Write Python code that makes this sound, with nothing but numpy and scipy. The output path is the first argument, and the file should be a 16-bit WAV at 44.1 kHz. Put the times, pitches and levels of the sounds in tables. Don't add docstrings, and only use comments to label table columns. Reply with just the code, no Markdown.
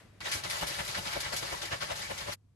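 import sys
import numpy as np
from scipy import signal
from scipy.fft import rfft, irfft, next_fast_len
from scipy.io import wavfile
from scipy.ndimage import uniform_filter1d

SR = 44100
rng = np.random.default_rng(int(sys.argv[2]) if len(sys.argv) > 2 else 0)


def pcm_store(signal):
    levels = np.round(np.clip(np.atleast_2d(signal), -1, 1) * 32767)
    wavfile.write(sys.argv[1], SR, levels.astype(np.int16).T)


N = 112454
TIME = np.arange(N) / SR
START_S, STOP_S = 0.2033, 2.364
EDGES_HZ = 25 * 2 ** (np.arange(28) / 3)
BANDS_HZ = np.sqrt(EDGES_HZ[1:] * EDGES_HZ[:-1])
EARS = np.array([[1], [-1]])


def from_db(db):
    return 10 ** (np.asarray(db) / 20)

def unit_power(x):
    return x / np.sqrt(np.mean(x ** 2) + 1e-20)

def at_hz(table, hz):
    freqs, values = np.transpose(table)
    return np.interp(np.log(hz), np.log(freqs), values)

def gain_curve(table):
    return from_db(np.interp(TIME, *np.transpose(table)))

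def band_gains(tone):
    gain = from_db(at_hz(tone, BANDS_HZ)) * np.sqrt(np.diff(EDGES_HZ))
    return gain / np.linalg.norm(gain)

def coloured(noise_bands, tone):
    return np.tensordot(band_gains(tone), noise_bands, 1)

# (frequency [Hz], likeness [0 to 1])
EAR_LIKENESS = [(50, 1), (190, 0.88), (290, 0.18), (430, 0.63), (600, 0.64), (850, 0.25), (1150, 1),
                (1500, 0.23), (2050, 0.18), (3200, 0.091), (4500, 0.14), (6000, 0.072), (8500, 0.56),
                (11000, 0.26)]
# (frequency [Hz], left minus right [dB])
EAR_BALANCE = [(50, 3), (160, -3), (230, -1.5), (350, 4), (520, 8), (720, -1.5), (900, 6), (1200, 1),
               (1800, 3.5), (2700, -0.5), (4200, 5.5), (5600, 5.5), (7500, -0.5), (12000, -0.5)]
def stereo_band(pair, band):
    bandpass = signal.butter(3, EDGES_HZ[band:band + 2], "band", fs=SR, output="sos")
    mid, side = signal.sosfilt(bandpass, pair + 1e-18)
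    alike = np.clip(at_hz(EAR_LIKENESS, BANDS_HZ[band]), -.99, .99)
    shared = np.sqrt((1 + alike) / 2) * unit_power(mid)
    opposed = np.sqrt((1 - alike) / 2) * unit_power(side) * EARS
    return (shared + opposed) * from_db(EARS * at_hz(EAR_BALANCE, BANDS_HZ[band]) / 2)

# (frequency [Hz], level [dB])
AIR_TONE = [(25, -22), (50, -1.5), (100, 3), (160, -5), (250, -10.5), (500, -24), (1000, -29.5),
            (3000, -35), (7000, -38), (12000, -43)]
def room_tone(noise_bands, air_db=-66.5, hum_db=-65.5, hum_hz=100):
    hum = np.sqrt(2) * np.sin(2 * np.pi * hum_hz * TIME)
    return from_db(air_db) * coloured(noise_bands, AIR_TONE) + from_db(hum_db) * hum

# (time [s], level [dB])
RUSTLE_LEVELS = [(0, -53.5), (.04, -60), (.12, -65), (.2, -64.5)]
# (frequency [Hz], level [dB])
RUSTLE_COLOUR = [(40, 7), (130, 3.5), (250, -0.5), (600, -3.5), (900, -9.5), (1600, -4.5), (3000, -11.5),
                 (6000, -19.5), (12000, -24.5)]
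def rustle(noise_bands):
    return gain_curve(RUSTLE_LEVELS) * (TIME < START_S) * coloured(noise_bands, RUSTLE_COLOUR)

# (time [s], level [dB])
FROTH_LEVELS = [(.2, -44.5), (.245, -49.5), (.29, -39.5), (.405, -42.5), (.432, -52.5), (.48, -42),
                (.58, -36.5), (.655, -44.5), (.745, -39), (.775, -41), (.835, -45), (.91, -39),
                (1.025, -42), (1.1, -38.5), (1.31, -43.5), (1.48, -39.5), (1.69, -44.5), (1.79, -46),
                (2.0, -43), (2.08, -44), (2.21, -43.5), (2.35, -46)]
# (frequency [Hz], level [dB])
FROTH_COLOUR = [(150, -14), (250, -19), (400, -1), (600, -1), (1100, -4), (2000, -4.5), (2600, 0),
                (4900, 1.5), (5600, -4.5), (6600, -1), (8000, -6), (12000, -10)]
def froth_power(band):
    return (band_gains(FROTH_COLOUR)[band] * gain_curve(FROTH_LEVELS)) ** 2

# (time [s], level [dB], brightness [dB per octave], fall time [s])
BALL_SPRAYS = [(0.206, -44.5, -8.5, 0.021), (0.256, -36, -6, 0.012), (0.314, -30, -0.3, 0.047),
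               (0.4365, -33.5, -2.8, 0.021), (0.498, -33, 0, 0.032), (0.61, -39.5, 2, 0.026),
               (0.668, -33.5, 1.5, 0.019), (.679, -36.5, -1, 0.074), (.785, -43, 2, 0.073),
               (0.848, -40, 2, 0.017), (0.877, -36, 0, 0.027), (0.946, -34, -4.5, 0.02),
               (1.051, -38.5, -6.5, 0.039), (1.126, -33, -4, 0.017), (1.203, -33.5, 1, 0.013),
               (1.228, -37, -4.5, 0.069), (1.324, -37.5, 2, 0.03), (1.363, -32.5, 2, 0.024),
               (1.465, -41, -4, 0.046), (1.616, -36, -3, 0.046), (1.652, -36.5, -1.5, 0.0091),
               (1.806, -38.5, -2, 0.046), (1.889, -48, -6, 0.018), (1.955, -40, 0, 0.057),
               (2.019, -37, -4, 0.036), (2.177, -38.5, -1, 0.04), (2.32, -42.5, 2.5, 0.032)]
# (frequency [Hz], level [dB])
SPRAY_COLOUR = [(150, -18), (400, -27), (900, -16.5), (1900, -5), (2600, 0), (3500, 0.5), (4900, 3),
                (5500, -2), (6600, -2.5), (8000, -4), (12000, -7.5)]
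def spray_power(band, pivot_hz=3400, rise_s=0.002, spit_fall_s=0.011, spit_share=0.37):
    octaves = np.log2(BANDS_HZ[band] / pivot_hz)
    power = 0
    for when, db, brightness, fall_s in BALL_SPRAYS:
        onset = np.clip((TIME - when) / rise_s, 0, 1)
        age = np.maximum(TIME - when - rise_s, 0)
        spit = spit_share * np.exp(-np.minimum(age / spit_fall_s, 20))
        jet = (1 - spit_share) * np.exp(-np.minimum((age / fall_s) ** 2, 20))
        power += from_db(db + brightness * octaves) ** 2 * onset * (spit + jet)
    return band_gains(SPRAY_COLOUR)[band] ** 2 * power

def bubbles(splash, per_s=280, low_hz=1700, high_hz=6205, decay_cycles=12, pitch_rise=0.0076):
    loudness = np.sqrt(np.abs(uniform_filter1d(np.mean(splash ** 2, axis=0), size=700)))
    out, t = np.zeros((2, N + SR)), np.arange(SR // 20) / SR
    for when, pitch, size, place, chance in rng.random((1000, 5)):
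        if chance < per_s * N / SR / 1000:
            start, hz = int(when * N), low_hz * (high_hz / low_hz) ** pitch
            age = t * hz / decay_cycles
            ear_shift = np.array([[0], [np.pi * (place - .5)]])
            phase = 2 * np.pi * hz * t * (1 + pitch_rise * age / 2) + ear_shift
            height = loudness[start] * from_db(-9 + 6 * size)
            envelope = np.exp(-age) * (1 - np.exp(-t * hz))
            out[:, start:start + len(t)] += height * envelope * np.sin(phase)
    return out[:, :N]

def surge(peak_s, rise_s, fall_s):
    age = TIME - peak_s
    drop = np.where(age < 0, (age / rise_s) ** 2, 2 * age / fall_s)
    return np.exp(-np.minimum(drop, 50))

# (peak time [s], level [dB], brightness [dB per octave], rise time [s], thump level [dB])
END_SLAMS = [(0.274, -38.5, 2.5, 0.019, -54), (0.356, -46.5, -9.5, 0.006, -44.5),
             (0.458, -38, 0.1, 0.018, -42), (0.547, -44, 3, 0.027, -49), (0.632, -34.5, -1, 0.013, -40),
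             (0.714, -44.5, -4.5, 0.045, -48), (0.802, -34.5, 0, 0.014, -40.5),
             (.897, -52.5, -7.5, 0.023, -49), (0.986, -38, 0.5, 0.017, -39.5), (1.074, -42, 2, 0.0066, -46),
             (1.17, -36.5, -3.5, 0.013, -43.5), (1.264, -38.5, 0, 0.0045, -45),
             (1.338, -36, -0.5, 0.013, -44), (1.43, -37, 1, 0.0044, -44), (1.531, -35.5, -1.5, 0.0087, -45),
             (1.64, -42, -6, 0.013, -55), (1.73, -32, -0.2, 0.011, -42), (1.83, -35, 1, 0.012, -45.5),
             (1.919, -35, 0, 0.018, -44), (2.007, -49, 2.5, 0.032, -54), (2.113, -36.5, -1, 0.014, -42.5),
             (2.219, -42.5, 1, 0.012, -48.5), (2.286, -37, -2, 0.011, -43),
             (2.327, -44.5, 2.5, 0.028, -56.5)]
# (frequency [Hz], level [dB])
SLAM_COLOUR = [(150, -40.5), (250, -12), (400, -3.5), (600, 1), (900, -5), (1500, -7), (2200, -7.5),
               (3000, -2.5), (5000, -12), (8000, -16.5), (12000, -32)]
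def slam_power(band, pivot_hz=1000, fall_s=0.02, lag_s_per_octave=0.00095):
    octaves = np.log2(BANDS_HZ[band] / pivot_hz)
    power = sum(from_db(db + brightness * octaves) ** 2 * surge(when, rise_s, fall_s)
                for when, db, brightness, rise_s, _ in END_SLAMS)
    shifted = np.interp(TIME + lag_s_per_octave * min(octaves, 1), TIME, power)
    return band_gains(SLAM_COLOUR)[band] ** 2 * shifted

def strike(blows, notes):
    clicks, out = np.zeros(N), 0
    for when, db in blows:
        clicks[int(when * SR)] = from_db(db)
    for hz, db, ring_s in notes:
        decay, angle = from_db(-60 / (ring_s * SR)), 2 * np.pi * hz / SR
        feedback = [1, -2 * decay * np.cos(angle), decay ** 2]
        out -= from_db(db) * signal.lfilter([0, np.sin(angle)], feedback, clicks + 1e-18)
    return out

# (frequency [Hz], level [dB], time to fade 60 dB [s])
THUD_NOTES = [(60, -19.5, 0.055), (98, 0.5, 0.075), (165, -9.5, 0.036)]
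# (frequency [Hz], level [dB])
RUMBLE_COLOUR = [(25, -18), (38, -9), (55, 3), (85, 0), (140, 4), (185, -0.5), (240, -15), (400, -21.5)]
def thumps(noise_bands, lead_s=0.0014, lag_s=0.0025, surge_db=-2.5, rumble_db=-57.5):
    thuds = strike([(when - lead_s, db + 1) for when, *_, db in END_SLAMS], THUD_NOTES)
    thuds = signal.sosfilt(signal.butter(2, [42, 230], "band", fs=SR, output="sos"), thuds)
    surges = sum(from_db(db + surge_db) ** 2 * surge(when + lag_s, rise_s=0.014, fall_s=0.028)
                 for when, *_, db in END_SLAMS)
    rumble = coloured(noise_bands, RUMBLE_COLOUR)
    rumble_power = np.abs(uniform_filter1d(np.mean(rumble ** 2, axis=0), size=1000))
    steady_rumble = rumble / np.sqrt(rumble_power + 1e-12)
    return thuds + np.sqrt(surges + from_db(rumble_db) ** 2) * steady_rumble

# (time [s], strength [dB])
BALL_HITS = [(0.631, -23), (.984, -30), (1.166, -23.5), (1.335, -32.5), (1.835, -34), (2.118, -36.5)]
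# (frequency [Hz], level [dB], time to fade 60 dB [s])
KNOCK_NOTES = [(345, -13.5, 0.017), (850, -6, 0.019), (1880, -28, 0.0078), (4640, -10.5, 0.0062)]
def ball_knocks():
    return strike(BALL_HITS, KNOCK_NOTES)

def droplets(per_s=4000, spread_db=1.5):
    sizes = from_db(spread_db * np.minimum(rng.exponential(1, (2, N)), 4))
    signs = rng.choice([-1, 1], (2, N))
    return sizes * signs * (rng.random((2, N)) < per_s / SR)

def flicker(rate_hz, step=40):
    memory = np.exp(-2 * np.pi * rate_hz * step / SR)
    noise = rng.standard_normal(N // step + 2002)
    smooth = signal.lfilter([1], [1, -2 * memory, memory ** 2], noise)[2000:]
    return np.interp(np.arange(N) / step, np.arange(len(smooth)), unit_power(smooth))

def splashing(flicker_db=1.5):
    out, streams = 0, (droplets(), droplets())
    for band in np.flatnonzero(BANDS_HZ > 200):
        power = froth_power(band) + spray_power(band) + slam_power(band)
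        gain = np.sqrt(power) * from_db(flicker_db * flicker(rate_hz=40))
        out += gain * stereo_band(streams[band % 2], band)
    return out

# (frequency [Hz], phase lead [radians])
LEFT_PHASE_LEAD = [(30, 1), (210, 2.8), (290, 2), (430, 2.66), (570, 4.6), (720, 5.2), (860, 3.14),
                   (1150, 0.97), (1450, 3.17), (1800, 4.38), (2100, 6.95), (2600, 7.8), (3200, 9.85),
                   (4100, 10.9), (4800, 11), (6000, 14), (8300, 9), (10500, 13.1)]
def reach_ears(x):
    size = next_fast_len(N + 4000)
    hz = np.maximum(np.arange(size // 2 + 1) * SR / size, 1)
    shift = np.exp(.5j * at_hz(LEFT_PHASE_LEAD, hz) * EARS)
    return irfft(rfft(x, size) * shift, size)[:, :N]

# (frequency [Hz], width [Hz], boost [dB])
BOTTLE_NOTES = [(311.7, 36, 7.5), (565, 75, 5), (854, 83, 8), (970, 47, 5.5), (1110, 31, 7), (1250, 35, 3),
                (1363, 80, 9.5), (1468, 28, 6), (1583, 43, 8), (1705, 19, 7.5), (1805, 47, 7.5),
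                (1997, 130, 5.5), (2227, 42, 7.5), (2324, 24, 5.5), (2944, 60, 3.5), (3640, 27, 1),
                (4880, 60, -1), (5000, 110, 2), (5840, 60, 5.5)]
def bottle_ring(x, overall_db=-2.5):
    for hz, width, db in BOTTLE_NOTES:
        b, a = signal.iirpeak(hz, hz / width, fs=SR)
        x = x + (from_db(db) - 1) * signal.lfilter(b, a, x)
    return from_db(overall_db) * x

def wall_echoes(x, count=40, fade_60db_s=0.039, level_db=-11.5):
    out = np.zeros((2, N))
    for ear in range(2):
        delays_s = rng.uniform(.004, .11, count)
        gains = from_db(-60 * delays_s / fade_60db_s) * rng.choice([-1, 1], count)
        for lag, gain in zip((delays_s * SR).astype(int), gains / np.linalg.norm(gains)):
            out[ear, lag:] += gain * x[ear, :N - lag]
    return from_db(level_db) * out

def scene(fade_in_s=0.002, fade_out_s=0.026):
    white = rng.standard_normal((2, 2, N))
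    noise_bands = np.array([stereo_band(white[band % 2], band) for band in range(len(BANDS_HZ))])
    splash = splashing()
    liquid = reach_ears(splash + bubbles(splash))
    bottle = bottle_ring(liquid) + ball_knocks()
    shaking = bottle + wall_echoes(bottle) + thumps(noise_bands)
    fade_in = np.clip((TIME - START_S) / fade_in_s, 0, 1)
    fade_out = np.clip((STOP_S - TIME) / fade_out_s, 0, 1) ** 2
    return room_tone(noise_bands) + rustle(noise_bands) + fade_in * fade_out * shaking

def record(dry, cutoff_hz=12450):
    return signal.sosfilt(signal.ellip(10, .1, 80, cutoff_hz, fs=SR, output="sos"), dry)


dry = scene()
out = record(dry)
pcm_store(out)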